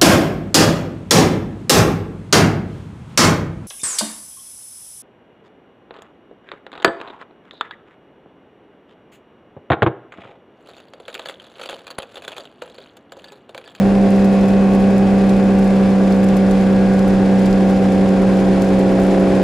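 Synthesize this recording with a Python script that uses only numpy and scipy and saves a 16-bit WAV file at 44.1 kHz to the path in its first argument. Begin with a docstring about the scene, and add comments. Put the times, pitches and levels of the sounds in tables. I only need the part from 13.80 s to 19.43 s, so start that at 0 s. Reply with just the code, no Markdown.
"""Diesel truck cab on a climb

A big diesel pulls up a mountain road at about 1930 rpm. Its firing note, six cycles a turn, booms
on an air resonance of the cab above the other crank orders (harmonics of the rotation). As the speed
sags and the load grows, the boom eases and the drone hardens. Combustion clatter and road rumble
fill the cab, panels resonate in turn, and loose dashboard trim ticks."""
import sys
import numpy as np
from scipy import signal
from scipy.fft import rfft, irfft, next_fast_len
from scipy.io import wavfile

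SR = 44100
rng = np.random.default_rng(int(sys.argv[2]) if len(sys.argv) > 2 else 0)


def digitize_waveform(pressure):
    """Quantize a signal to 16-bit integers and store it at the path in sys.argv[1].

    Rows of a 2-D input are taken as channels; values are limited to [-1, 1].
    """
    field = np.atleast_2d(pressure).T
    bounded = np.clip(field, -1, 1)
    quanta = np.round(bounded * 32767).astype(np.int16)
    wavfile.write(sys.argv[1], SR, quanta)


N = 248283
T = np.arange(N) / SR

# Diffuseness of the cab's sound field: frequency_hz, side_minus_mid_db
CAB_WIDTH = [(40, -14.5), (200, -10.5), (550, -15.5), (800, -17), (1200, -4.5), (1700, -10), (2400, -11),
             (3100, -5), (4500, -8.5), (7000, -5.5), (9000, 0), (10800, 5.5), (13000, 7.5), (15500, 2)]


def amp(db):
    """Amplitude ratio of a level: tenfold for every 20 dB."""
    return np.exp(np.asarray(db) * (np.log(10) / 20))


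def curve(rows):
    """Linear interpolation of (time_s, value) rows at every sample."""
    return np.interp(T, *np.transpose(rows))


def value_at(points, hz):
    """Interpolation of (frequency_hz, value) rows on a logarithmic frequency axis."""
    points_hz, value = np.transpose(points)
    return np.interp(np.log(hz + 1), np.log(points_hz + 1), value)


def colour(x, points):
    """Zero-phase filtering: the spectrum is multiplied by a (frequency_hz, gain_db) curve."""
    size = next_fast_len(N)
    gain = amp(value_at(points, np.fft.rfftfreq(size, 1 / SR)))
    return irfft(rfft(x, size) * gain, size)[..., :N]


def waver(cutoff_hz):
    """Random modulation: low-passed Gaussian noise of rms 1."""
    size, control_hz = 2048, 256
    hz = np.fft.rfftfreq(size, 1 / control_hz)
    slow = irfft(rfft(rng.standard_normal(size)) / (1 + (hz / cutoff_hz) ** 4))
    slow = np.interp(T * control_hz, np.arange(size), slow)
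    return slow / np.sqrt(np.mean(slow ** 2) + 1e-20)


def stereo(mid, side):
    """Sum and difference of mid and side give left and right."""
    return np.array([mid + side, mid - side])


def diffuse(spectrum, envelope_db):
    """A partly diffuse field: modulated noise with independent mid and side, the mid at rms 1."""
    mid, side = colour(rng.standard_normal((2, N)) * amp(envelope_db), spectrum)
    return stereo(mid, colour(side, CAB_WIDTH)) / np.std(mid)


def tone(phase, hz, level_db):
    """Interaural phase difference: a side part in quadrature puts a tone out of step at the ears."""
    skew = 0.76 * amp(value_at(CAB_WIDTH, hz)) * rng.choice([-1, 1])
    return np.sqrt(2) * amp(level_db) * stereo(np.cos(phase), skew * np.sin(phase))


def order_phase(crank, order, smear_rad=0.2):
    """Phase dispersion: higher orders lag, so the cab smears each throb of the engine."""
    quadrature = order % 2 * np.pi / 2  # odd orders a quarter cycle from even: two throbs a turn
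    return order * crank + quadrature - smear_rad * order * (order - 3)


def road(rumble_db=-25.5, swell_db=0.5, thump_db=-37.5, bump_db=3.0):
    """Random excitation: tyres and chassis rumble, and bumps rock the cab on its mounts."""
    # Road and chassis rumble: frequency_hz, relative_density_db
    rumble_spectrum = [(10, -28.5), (28, 1.5), (45, -5.5), (80, -8.5), (125, -1.5), (160, -3.5),
                       (185, -2.5), (200, 3), (230, -1), (340, -2), (440, -3), (700, -10.5), (1200, -25.5),
                       (6000, -84)]
    # Thump of the sprung cab: frequency_hz, relative_density_db
    thump_spectrum = [(12, -34.5), (27, -2), (44, 0.5), (56, 0.5), (110, -31.5), (500, -90.5)]
    rumble = diffuse(rumble_spectrum, -swell_db * waver(3.5))
    thump = diffuse(thump_spectrum, bump_db * waver(6))
    return amp(rumble_db) * rumble + amp(thump_db) * thump


def trim(rise_s=0.00043, ring_s=0.0015, tail_s=0.0061, tail_db=-19,
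         bounce_s=0.004, bounce_db=-5, small_count=150):
    """Damped impacts: loose trim strikes and bounces twice, each contact a decaying noise burst."""
    # The loudest ticks: start_s, strength_db, body_minus_snap_db
    loud_ticks = [(0.3036, -35, -7), (0.4443, -33, 6), (0.9486, -36, 3), (1.1054, -37, -6),
                  (1.1796, -33, 0), (1.493, -34, 12), (1.7873, -33, 0), (2.3225, -36, 11),
                  (2.4412, -32, -10), (2.486, -35, 12), (2.567, -28.5, -5), (2.7101, -31.5, 8),
                  (3.19, -34, 9), (3.2788, -31.5, -8), (3.657, -33, 10), (3.7266, -37, 14),
                  (4.8188, -29.5, 6), (4.99, -34, -1), (5.1974, -35, 2), (5.234, -35, -4)]
    # Bright snap of a contact: frequency_hz, gain_db
    snap_spectrum = [(3000, -25.5), (6000, -1.5), (7500, 0.5), (8500, -5), (10000, -1), (11500, -5),
                     (13000, -8), (15800, -19.5)]
    when, chance = rng.random((small_count, 2)).T
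    small_s = when * (T[-1] - 3 * bounce_s)
    small_db = np.minimum(-47 - 4.5 * np.log(chance), -38)
    small_ticks = np.column_stack([small_s, small_db, np.full(small_count, 2)])
    power = np.zeros((2, N))  # snap, body
    for start_s, strength_db, body_db in np.vstack([loud_ticks, small_ticks]):
        luck = rng.random(4)
        contact_s = start_s + 0.001 + bounce_s * np.cumsum([0, 0.5 + luck[0], 0.5 + luck[1]])
        contact_db = strength_db + bounce_db * np.array([0, 0.5 + luck[2], 1 + 2 * luck[3]])
        samples = np.clip((contact_s * SR).astype(int), 0, N - 1)
        power[:, samples] += amp([contact_db, contact_db + body_db]) ** 2
    t = T[:2048]
    ring = np.exp(-2 * t / ring_s) + amp(tail_db) ** 2 * np.exp(-2 * t / tail_s)
    ring *= 1 - np.exp(-t / rise_s)  # a brief fade-in slightly blunts each tick's onset
    snap_envelope, body_envelope = np.sqrt(abs(signal.oaconvolve(power, ring[None], axes=1)[:, :N]))
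    snap = 2 * colour(snap_envelope * rng.standard_normal((2, N)), snap_spectrum)
    body_band = signal.butter(2, [3200, 5800], "bandpass", fs=SR, output="sos")
    body = 2 * signal.sosfilt(body_band, body_envelope * rng.standard_normal((2, N)))
    return stereo(*snap) + amp(-3) * stereo(body[0], 0.5 * body[1])


def accessory(crank, mean_hz, order=12.313, shake_db=0.6):
    """Beating: a driven accessory hums just above the twelfth order and interferes with it."""
    # Strength of the hum: time_s, level_db
    hum_levels = [(0, -26.5), (3, -32), (5.63, -25.5)]
    return tone(order * crank, order * mean_hz, curve(hum_levels) + shake_db * waver(4))


def combustion(crank, load, knock_db=-30, clatter_db=-38):
    """Amplitude-modulated noise: knock and clatter pulse unevenly with the crank and grow with load."""
    # Block and firewall knock: frequency_hz, relative_density_db
    knock_spectrum = [(150, -33.5), (300, -0.5), (420, 0), (560, 0.5), (630, -7), (690, 3), (790, 2.5),
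                      (880, -7.5), (1100, -5), (1270, -14), (1400, -8.5), (1620, -12.5), (1900, -26),
                      (8000, -84.5)]
    # Injector and valve clatter with wind: frequency_hz, relative_density_db
    clatter_spectrum = [(1000, -25), (1700, -3), (2500, -5.5), (2900, -9), (3500, -9.5), (3800, -12),
                        (5000, -13), (6000, -19), (7000, -18), (8500, -23.5), (9700, -23), (11300, -31.5),
                        (13000, -40.5), (15700, -47.5)]
    turn, throb, firing = np.cos(crank), np.cos(2 * crank), np.cos(6 * crank)
    knock_swing_db = 2 * turn + throb + firing + 3 * load + 1.8 * waver(27)
    clatter_swing_db = 0.37 * turn + 0.7 * throb + 1.4 * load
    clatter_swing_db += 0.72 * waver(54) + 0.5 * waver(11)  # flutter and gusts
    knock = diffuse(knock_spectrum, knock_swing_db)
    clatter = diffuse(clatter_spectrum, clatter_swing_db)
    return amp(knock_db) * knock + amp(clatter_db) * clatter


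def panel_lift_db(order):
    """Resonance: an order swells at a set time, as it slides through a cab panel's natural frequency."""
    # Panel resonances: order, peak_s, half_width_s, lift_db
    resonances = [(21, 0.2, 0.4, 7), (78.1, 1, 0.72, 16), (34, 0.77, 0.42, 15), (36, 2.15, 1.1, 11.5),
                  (51, 3, 1.6, 12), (46, 3.1, 0.44, 7), (24, 4.0, 0.31, 5.5), (30, 5.1, 0.8, 12.5)]
    return sum(lift_db / (1 + ((T - peak_s) / half_width_s) ** 2)
               for driver, peak_s, half_width_s, lift_db in resonances if round(driver) == order)


def drone(crank, mean_hz, load, shake_db=0.62, upper_shake_db=2):
    """Harmonic series: unequal cylinders sound multiples of the crank speed; load shifts the balance."""
    # Crank orders up to 28, without the firing note: order, easy_db, lugging_db
    lower_orders = [(1, -41, -47.5), (2, -42, -41), (3, -32.5, -35), (4, -35.5, -36), (5, -41.5, -46.5),
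                    (7, -31.5, -40.5), (8, -34, -31), (9, -29.3, -23.5), (10, -34, -31.5), (11, -37, -27.3),
                    (12, -30.5, -33.5), (13, -40.5, -31), (14, -36, -42), (15, -32, -31), (16, -27.5, -29),
                    (17, -30, -24), (18, -34, -36), (19, -56, -38), (20, -39.5, -57), (21, -39.5, -31),
                    (22, -41.5, -58.5), (23, -33, -58), (24, -37, -34.5), (25, -46.5, -48),
                    (26, -55, -39.5), (27, -43.5, -55), (28, -46.5, -51.5)]
    # Spectral envelope of the higher orders: frequency_hz, level_db
    upper_envelope = [(930, -52), (1150, -55), (1270, -60), (1420, -51.5), (1650, -55.5), (1900, -58.5),
                      (2500, -61.5), (3000, -59)]
    levels_db = {round(order): easy_db + (lugging_db - easy_db) * load + shake_db * waver(8)
                 for order, easy_db, lugging_db in lower_orders}
    for order in range(29, 86):
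        levels_db[order] = value_at(upper_envelope, order * mean_hz) + upper_shake_db * waver(3)
    return sum(tone(order_phase(crank, order), order * mean_hz, level_db + panel_lift_db(order))
               for order, level_db in levels_db.items())


def boom(crank, load, easy_db=-12.5, lugging_db=-15):
    """Cavity resonance: the firing note booms in the cab's air and weakens as it slips off under load."""
    shake_db = (0.23 + 0.4 * load) * waver(11)  # the ride shakes it more off resonance
    level_db = easy_db + (lugging_db - easy_db) * load + shake_db
    phase = order_phase(crank, 6)
    return np.sqrt(2) * amp(level_db) * stereo(np.cos(phase), 0.1 * np.sin(phase))


def scene():
    """Superposition: engine layers locked to one crankshaft add to the road and the trim."""
    # Crankshaft speed: time_s, rotation_hz
    crank_speeds = [(0, 32.8), (0.7, 32.5), (1.4, 32.44), (2.8, 32.06), (3.5, 32.04), (4.5, 31.8),
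                    (5.63, 31.7)]
    # Engine labour (0 easy, 1 lugging, above 1 harder still): time_s, load
    engine_loads = [(0, 0.011), (1.2, -0.0098), (3.2, 0.18), (4.0, 0.42), (5.1, 1.07), (5.63, 1.32)]
    # Level difference between the ears: frequency_hz, left_minus_right_db
    ear_balance = [(30, -3.5), (110, -3), (200, -1), (380, 0), (700, -1), (1290, 2), (2380, 2), (4400, 0)]
    rotation_hz, load = curve(crank_speeds), curve(engine_loads)
    mean_hz = rotation_hz.mean()
    crank = 2 * np.pi * np.cumsum(rotation_hz) / SR + 0.0041 * waver(11)  # radians, slightly uneven
    tones = boom(crank, load) + drone(crank, mean_hz, load) + accessory(crank, mean_hz)
    cab = tones + combustion(crank, load) + road() + trim()
    return np.array([colour(ear, [(hz, sign * db / 2) for hz, db in ear_balance])
                     for ear, sign in zip(cab, (1, -1))])


def record(dry, cutoff_hz=15850):
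    """Band limiting: a linear-phase low-pass filter removes the highest treble."""
    low_pass = signal.firwin(511, cutoff_hz, window=("kaiser", 9), fs=SR)
    return signal.oaconvolve(dry, low_pass[None], "same")


dry = scene()
out = record(dry)
digitize_waveform(out)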